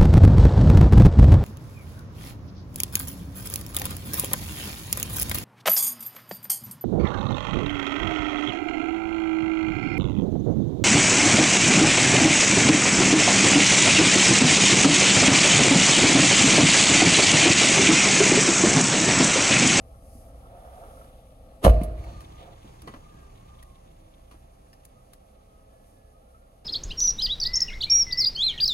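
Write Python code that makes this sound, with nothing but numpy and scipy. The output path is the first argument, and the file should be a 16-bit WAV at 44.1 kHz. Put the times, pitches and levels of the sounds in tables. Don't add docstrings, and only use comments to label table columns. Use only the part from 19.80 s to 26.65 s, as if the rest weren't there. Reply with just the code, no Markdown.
import sys
import numpy as np
from scipy import signal
from scipy.fft import rfft, irfft, next_fast_len
from scipy.io import wavfile
from scipy.ndimage import uniform_filter1d

SR = 44100
rng = np.random.default_rng(int(sys.argv[2]) if len(sys.argv) > 2 else 0)


def to_wav(s):
    ch = np.atleast_2d(s).T
    pcm = np.round(np.clip(ch, -1, 1) * 32767)
    wavfile.write(sys.argv[1], SR, pcm.astype(np.int16))


N = 301952
TIME = np.arange(N) / SR
FREQ = np.arange(N // 2 + 1) * SR / N
LEFT_RIGHT = np.array([[1], [-1]])


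def undb(db):
    return 10 ** (np.asarray(db) / 20)

def unit(x):
    return x / np.sqrt(np.mean(x ** 2))

def on_log_axis(points, hz):
    f, value = np.transpose(points)
    return np.interp(np.log(hz + 1), np.log(f), value)

def wobble(rate):
    hold = int(SR / rate)
    steps = np.repeat(rng.standard_normal(N // hold + 1), hold)
    return unit(uniform_filter1d(uniform_filter1d(steps, hold), hold)[:N])

def noise(spectrum, tilt_db=0, ring_hz=1000, ring=0, size=N, low_hz=30):
    padded = next_fast_len(size, real=True)
    hz = np.arange(padded // 2 + 1) * SR / padded
    mid, side = rfft(rng.standard_normal((2, padded)))
    gain = undb(on_log_axis(spectrum, hz) + tilt_db * np.log2(hz + 1))
    gain *= hz ** 2 / (hz ** 2 + low_hz ** 2)
    gain *= 1 + ring / (1 + (18 * (hz / ring_hz - 1)) ** 2)
    width = np.interp(hz, [190, 700, 2000], [0, .36, .52])
    return unit(irfft(gain * (mid + LEFT_RIGHT * side * width), padded)[:, :size])

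def burst(t, rise, t60):
    return np.exp(-np.log(1000) * np.maximum(-t / rise, t / t60))

def step(s, duration):
    return (1 + np.tanh((TIME - s) / duration)) / 2

def swells(rows):
    return sum(undb(db) * np.exp(-((TIME - s) / half) ** 2) for s, half, db in rows)

def add(out, s, sound):
    start = int(s * SR)
    out[..., start:start + sound.shape[-1]] += sound[..., :N - start]

def mode(hz, t60):
    t = TIME[:2 * SR]
    return np.sin(2 * np.pi * hz * t) * np.exp(-np.log(1000) * t / t60)

def struck(modes):
    return sum(rng.choice([-1, 1]) * undb(db) * mode(hz, t60) for hz, db, t60 in modes)

def rubbed(s, half, hz, glide, rough, slip_rate):
    t = TIME - s
    slip = np.sqrt(1 - rough ** 2) + rough * (wobble(slip_rate) + 1j * wobble(slip_rate)) / np.sqrt(2)
    tone = np.exp(2j * np.pi * (hz + glide * t / 2) * t)
    return np.exp(-(t / half) ** 4) * np.real(slip * tone)

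def reflections(x, strength=0.12, count=14):
    delays = rng.uniform(0.0033, .035, count)
    echoes = sum(rng.choice([-1, 1]) * np.roll(x, int(s * SR), axis=-1) for s in delays)
    return unit(x + strength * echoes)

def hollow(x, hz=588.2, width_hz=420):
    pole = hz ** 2 - FREQ ** 2 + 1j * FREQ * width_hz
    return np.array([irfft(rfft(x[0]) * np.conj(pole) / pole, N), x[1]])

def lean(x, balance):
    return irfft(rfft(x) * undb(LEFT_RIGHT * on_log_axis(balance, FREQ) / 2), N)


# frequency in Hz, level in dB.
HISS_SPECTRUM = [(2500, -41.5), (5000, 3), (10000, -0.5), (12000, -1), (15000, -18.5)]
# middle in seconds, half length in seconds, level in dB.
HISS_PUFFS = [(.38, 0.13, -72), (1.08, 0.25, -74), (6.1, 0.101, -84)]

def hiss(db=-75, fade_db_per_s=0.53):
    level = undb(db - fade_db_per_s * TIME) + swells(HISS_PUFFS)
    return noise(HISS_SPECTRUM) * level * undb(wobble(32))

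# frequency in Hz, level in dB.
RUMBLE_SPECTRUM = [(20, -31), (34, -0.5), (45, -3), (60, 3.5), (80, -8.5), (120, -12.5), (180, -25),
                   (400, -77.5)]

def rumble(db=-48, fade_db_per_s=2):
    return noise(RUMBLE_SPECTRUM) * undb(db - fade_db_per_s * TIME + 1.2 * wobble(4.4))

# frequency in Hz, level in dB.
FAN_SPECTRUM = [(100, 1), (125, 0.5), (180, -2.5), (270, -1), (340, -9.5), (400, -13), (470, -5.5),
                (525, 3.5), (590, -5.5), (665, 2), (720, -7), (800, -4.5), (900, -16.5), (1000, -26),
                (1090, -15.5), (1320, -13.5), (1450, -26), (4000, -31), (15000, -62)]
SHUT_S, SHUT_TIME_S = 2.4, .15

def vent_fan(db=-55, drop_db=15.5, rise_db_per_s=1.8, pan_db=3):
    level_db = db - drop_db * step(SHUT_S, SHUT_TIME_S) + rise_db_per_s * np.maximum(TIME - SHUT_S, 0)
    return noise(FAN_SPECTRUM, low_hz=90) * undb(level_db + 0.7 * wobble(13) + LEFT_RIGHT * pan_db / 2)

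def wash_bay(db=-61.5, pan_db=-5):
    return noise(FAN_SPECTRUM, low_hz=253) * step(SHUT_S, SHUT_TIME_S) * undb(db + LEFT_RIGHT * pan_db / 2)

# multiple of the firing rate, relative level in dB.
ENGINE_TONES = [(1, 2), (2, -2.5), (3, -8.5), (4, -26.5), (6, -13)]

def engine(firing_hz=31.2, db=-54.5, drop_db=4.5, settles_s=4.74):
    firings = np.cumsum(firing_hz * (1 + 0.0077 * wobble(1.9))) / SR
    hum = sum(undb(tone_db + 0.98 * wobble(11)) * np.sin(2 * np.pi * k * (firings + rng.random()))
              for k, tone_db in ENGINE_TONES)
    return unit(hum) * undb(db - drop_db * step(settles_s, 0.18))

# frequency in Hz, level in dB.
RUSTLE_SPECTRUM = [(350, -3.5), (470, -1), (545, 8.5), (605, -3.5), (680, 8), (755, 3.5), (830, -3.5),
                   (930, -3.5), (1020, -14), (1250, -5), (1600, -17), (2500, -28), (5000, -41),
                   (12000, -48)]
# middle in seconds, half length in seconds, level in dB.
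RUSTLE_SWELLS = [(.96, 0.37, -51), (2.285, 0.056, -48.5), (2.67, 0.083, -49)]

def rustles(pan_db=-3):
    brushing = noise(RUSTLE_SPECTRUM, low_hz=246) * swells(RUSTLE_SWELLS)
    return brushing * undb(1.2 * wobble(38) + LEFT_RIGHT * pan_db / 2)

# frequency in Hz, level in dB.
KNOCK_SPECTRUM = [(100, -6), (200, 14), (320, 7), (600, -2.5), (900, -5.5), (1200, -2.5), (1500, -9.5),
                  (2000, -15), (3200, -21), (4400, -23.5), (6500, -31.5), (11000, -40), (15000, -51.5)]
# time in seconds, level in dB, brightness in dB per octave,
# fade time in seconds, ring pitch in Hz, ring strength.
TRIM_KNOCKS = [(0.351, -43, -16, 0.11, 255, 16), (1.242, -56, 3.5, 0.05, 710, 2),
               (2.012, -43.5, 2.5, 0.11, 2210, 3), (2.033, -46.5, 9, 0.066, 11000, 0.99),
               (2.176, -55, 4, 0.12, 2185, 7.6), (2.237, -51.5, 6.5, 0.064, 2195, 9),
               (2.404, -48, 5, 0.081, 1230, 1.3), (2.845, -45, -5.5, 0.082, 180, 1.8),
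               (3.017, -50, 7, 0.044, 4860, 0.96), (3.031, -47, -5, 0.18, 303, 2.9),
               (3.152, -41, -23, .2, 126, 2), (3.345, -43.5, -16, 0.089, 185, 4),
               (3.826, -48.5, 7.5, 0.032, 1900, 2.5), (4.543, -51, -3.5, 0.08, 338, 3),
               (5.049, -52.5, 10.5, 0.038, 6940, 1.8)]

def knocks():
    out, t = np.zeros((2, N)), TIME[:SR // 2]
    grain = undb(2 * wobble(600))
    for s, db, tilt_db, t60, hz, ring in TRIM_KNOCKS:
        contact = noise(KNOCK_SPECTRUM, tilt_db, hz, ring, size=len(t), low_hz=215)
        add(out, s, undb(db) * contact * burst(t - .003, 0.017, t60))
    return out * grain

# time in seconds, level in dB, brightness in dB per octave,
# fade time in seconds, ring level in dB.
TRACK_CLACKS = [(3.074, -36, 0.5, 0.116, -37.5), (3.137, -41, 0, 0.17, -49), (4.51, -51, 3, 0.18, -62),
                (4.929, -57, 5.5, 0.068, -77), (5.332, -51, 7.5, .045, -63)]
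# start in seconds, level in dB.
HINGE_TAPS = [(0.144, -59), (.2, -78), (0.484, -61), (0.634, -62), (0.656, -55), (.849, -56), (1.037, -51),
              (1.068, -58), (1.108, -56), (1.173, -52), (1.213, -51), (1.24, -57), (1.3, -65)]
# pitch in Hz, level in dB, ring time in seconds.
TRACK_MODES = [(299, -3.5, 0.084), (498, -7.5, .06), (762, -10, .08), (1066, -1.5, 0.084),
               (1260, -6.5, 0.11), (1980, -5.5, 0.1), (2835, -22, 0.059), (3050, -14.5, 0.11),
               (4340, -15, 0.048)]
PING_MODES = [(1793, 2, 0.039), (2840, -7, 0.036), (5280, -1, 0.05), (6960, -13, 0.062)]
HINGE_MODES = [(940, -10, 0.066), (1090, -4, 0.082), (1324, 3.5, 0.1)]

def clacks(ping_s=4.931, ping_db=-53):
    out, t = np.zeros((2, N)), TIME[:SR // 2]
    grain = undb(1.2 * wobble(600))
    for s, db, tilt_db, t60, ring_db in TRACK_CLACKS:
        contact = noise(KNOCK_SPECTRUM, tilt_db, size=len(t), low_hz=216)
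        add(out, s, undb(db) * contact * burst(t - .003, 0.017, t60))
        add(out, s + .002, undb(ring_db) * struck(TRACK_MODES))
    add(out, ping_s, undb(ping_db) * struck(PING_MODES))
    for s, db in HINGE_TAPS:
        add(out, s, undb(db) * struck(HINGE_MODES))
    return out * grain

# time in seconds, turns per second.
MOTOR_SPEED = [(3.2, 46.4), (3.33, 41.57), (3.62, 38.37), (4.2, 32.02), (4.4, 32.66), (5.1, 43.84),
               (5.33, 38.65), (5.6, 41.97), (6.33, 42.87), (6.55, 45.9), (6.85, 48)]
# multiple of the speed, relative level in dB.
MOTOR_TONES = [(1, 9.5), (5, 8.5), (10, 7.5), (20, -3), (30, -11)]
# middle in seconds, half length in seconds, level in dB.
MOTOR_STRAINS = [(3.48, 0.17, -76.5), (4.2, 0.18, -75.5), (5.7, 0.79, -82.5)]

def motor(free_db=-85.5, housing_hz=1300, housing_width_hz=110, housing_db=6):
    shaft_hz = np.interp(TIME, *np.transpose(MOTOR_SPEED))
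    turns = np.cumsum(shaft_hz * (1 + 0.0032 * wobble(54))) / SR
    whir = np.zeros(N)
    for k, db in MOTOR_TONES:
        lift_db = housing_db / (1 + ((k * shaft_hz - housing_hz) / housing_width_hz) ** 2)
        whir += undb(db + lift_db + 2.5 * wobble(14)) * np.sin(2 * np.pi * k * turns)
    return (undb(free_db) + swells(MOTOR_STRAINS)) * whir

def panel_groan(db=-52.5):
    return undb(db) * rubbed(s=0.86, half=.17, hz=715, glide=140, rough=0.95, slip_rate=140)

def edge_scrape(db=-65.5):
    return undb(db) * rubbed(s=2.32, half=0.12, hz=4260, glide=-800, rough=0.9, slip_rate=1100)

# middle in seconds, half length in seconds, pitch in Hz,
# glide in Hz per second, level in dB, roughness from 0 to 1.
ROLLER_SQUEAKS = [(2.378, 0.044, 1209, 0, -52.5, 0.55), (2.585, 0.047, 1214, 0, -55, 0.54),
                  (2.666, 0.032, 1203, -300, -65, .7), (3.32, 0.093, 1202, -1, -60, 0.9),
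                  (3.39, 0.085, 1630, -500, -65, .4), (3.455, 0.062, 1190, 0, -59, 0.5),
                  (3.609, 0.054, 1083, 698, -65.5, .4), (3.785, 0.14, 1195, -2, -60.5, 0.4),
                  (3.87, 0.17, 1077, 0, -64, .7), (5.183, 0.032, 1240, 0, -67, 0.5),
                  (5.582, 0.041, 1250, 404, -68, .2), (5.758, 0.15, 1262, -2, -67.5, .15),
                  (5.919, .04, 1316, 603, -69, .3), (5.984, .08, 1705, 0, -73.5, .3),
                  (6.224, 0.11, 1700, 49, -74.5, 0.34), (6.36, 0.026, 1250, 599, -66.5, .5),
                  (6.463, .065, 1365, 701, -69.5, .3), (6.56, 0.019, 1307, -2, -58, 0.5),
                  (6.595, 0.079, 1380, 198, -68, 0.34)]

def squeaks():
    tones = sum(undb(db) * rubbed(s, half, hz, glide, rough, slip_rate=150)
                for s, half, hz, glide, db, rough in ROLLER_SQUEAKS)
    return tones * undb(1.4 * wobble(22))

# frequency in Hz, level in dB.
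ROLL_SPECTRUM = [(120, 12), (200, -1.5), (400, -3.5), (650, -10), (800, -2.5), (980, -9.5), (1170, -7.5),
                 (1450, -19), (2400, -20), (4400, -26.5), (7000, -25), (12000, -55), (15000, -48.5)]
RASP_SPECTRUM = [(1200, -25), (2200, 1), (2800, -3), (3500, 4.5), (4500, -9.5), (5500, -16), (12000, -29)]
# middle in seconds, half length in seconds, level in dB.
RASP_SWELLS = [(1.1, 0.58, -70.5), (2.19, 0.03, -62.5), (2.3, 0.043, -65), (2.62, 0.051, -58)]

def roll_up_door(faint_db=-71.5, surge_db=-49, surge_s=2.2, fade_db_per_s=5.5, rattle_db=-17):
    surge = step(surge_s, 0.052) * undb(surge_db - fade_db_per_s * (TIME - surge_s))
    rolling = undb(faint_db) + surge
    rollers = reflections(noise(ROLL_SPECTRUM, low_hz=87)) * rolling * undb(wobble(7.9) + wobble(120))
    rasps = noise(RASP_SPECTRUM) * undb(2 * wobble(220)) * swells(RASP_SWELLS)
    rattle = unit(noise(RASP_SPECTRUM) * undb(5.2 * wobble(110))) * rolling * undb(rattle_db)
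    return rollers + rasps + rattle

# start in seconds, then push on the frame,
# push on the panel and crack, all in dB.
CLUNK_BLOWS = [(1.8476, -13, -22, -15.5), (1.8505, 2, -12, -23), (1.8607, -15.5, -7.5, -34.5),
               (1.8666, -23, -0.5, -31.5), (1.8795, -17, -6.5, -31), (1.896, -10.5, -17.5, -29.5),
               (1.9406, -20, -35.5, -45), (2.0156, -7.5, -35.5, -47.5)]
# start in seconds, level in dB.
AIR_PUSHES = [(1.858, 0.5), (2.245, -27), (2.36, -32)]
# pitch in Hz, level in dB, ring time in seconds.
BODY_MODES = [(113.5, -28, 0.34), (190.2, -11, 0.065), (240, -21.5, .08), (281, -17.5, .09),
              (326.5, -39, 2), (359, -23, .1), (427, -35, .9), (464, -28.5, 0.055), (486, -30, 0.43),
              (526, -33.5, 0.5), (569, -4, 0.052), (614.6, -29.5, 0.61), (624.6, -30, 0.72),
              (646, -30, 0.61), (662, -30, 0.92), (656, -18, 0.031), (684, -36.5, 0.5), (696, -34, 0.72),
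              (781, -29, 0.067), (815, -39.5, .57), (913, -27.5, 0.035)]
LATCH_MODES = [(1081, -11.5, .15), (1190, -9, .13), (1343, -8, 0.175), (1570, -18, 0.13),
               (1800, -17.5, .05), (2200, -14.5, .07), (2570, -27, 0.0597), (2975, -8, .035),
               (3090, -14, 0.054), (4050, -17, 0.054)]
AIR_MODES = [(32, -25, 0.51), (41.45, -24, 0.99), (53.45, -5.5, 0.5), (62.8, -7.5, 0.31),
             (92.54, -23.5, 0.7)]
# frequency in Hz, level in dB.
CRACK_SPECTRUM = [(330, 6), (700, -1), (950, -10.5), (1250, -4.5), (1550, -16), (2400, -20), (3400, -18),
                  (4200, -23.5), (5000, -27.5), (6200, -26.5), (9000, -33.5), (11000, -30.5), (15000, -43)]
TAIL_SPECTRUM = [(30, 2), (70, 12), (130, -5), (260, -17), (410, -17.5), (660, -19), (820, -33),
                 (1200, -26), (1600, -35.5), (4000, -46), (15000, -70)]

def clunk(frame_hz=250, panel_hz=500, crack_noise_db=-2, tail_db=-20.5):
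    ring, crack_power = np.zeros(N), np.zeros(N)
    body = np.array([undb(db) * mode(hz, t60) for hz, db, t60 in BODY_MODES])
    for s, frame_db, panel_db, crack_db in CLUNK_BLOWS:
        push_db = on_log_axis([(frame_hz, frame_db), (panel_hz, panel_db)], np.array(BODY_MODES)[:, 0])
        add(ring, s, undb(push_db) @ body + undb(crack_db) * struck(LATCH_MODES))
        crack_power += (undb(crack_noise_db + crack_db) * burst(TIME - s, 0.044, 0.089)) ** 2
    ring *= undb(.45 * wobble(130))
    boom = sum((-1) ** (k + 1) * undb(db) * mode(hz, t60) for k, (hz, db, t60) in enumerate(AIR_MODES))
    for s, db in AIR_PUSHES:
        add(ring, s, undb(db) * boom)
    cracks = reflections(noise(CRACK_SPECTRUM, low_hz=347), strength=0.087)
    cracks *= np.sqrt(crack_power) * undb(2 * wobble(700))
    tail = reflections(noise(TAIL_SPECTRUM)) * undb(tail_db) * burst(TIME - AIR_PUSHES[0][0], 0.046, 1.145)
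    return ring + cracks + tail

# frequency in Hz, left minus right in dB.
CLUNK_BALANCE = [(380, 0), (510, -2), (650, -10), (840, -1), (1290, -.5), (2400, .5), (8000, 0)]
CABIN_BALANCE = [(60, -.5), (200, -1), (380, -1), (700, -1.5), (1000, 1), (2400, .7), (8000, 0)]

def scene():
    outside = hollow(roll_up_door() + wash_bay()) + motor()
    outside += squeaks() + panel_groan() + edge_scrape() + clacks()
    inside = engine() + rumble() + vent_fan() + hiss() + knocks() + rustles()
    return lean(outside + inside, CABIN_BALANCE) + lean(clunk(), CLUNK_BALANCE)

# frequency in Hz, lead in radians.
PORT_LEAD = [(0, 0), (500, -.1), (650, .55), (840, 1.25), (1150, 1.4), (1640, 4.4), (2330, 5.1),
             (3190, 8.4), (6460, 18.6), (7580, 16.3), (10400, 12.6), (11600, 12.6), (12600, 9.6),
             (16000, 6.2)]

def record(dry, lift_db=8, lift_hz=8000, top_hz=15800):
    lead = np.interp(FREQ, *np.transpose(PORT_LEAD))
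    heard = irfft(rfft(dry) * np.exp(1j * LEFT_RIGHT * lead / 2) * undb(lift_db * (FREQ > lift_hz)), N)
    top_cut = signal.ellip(10, .2, 80, top_hz, fs=SR, output="sos")
    return signal.sosfilt(top_cut, np.clip(heard, -1, 1))


dry = scene()
out = record(dry)
to_wav(out)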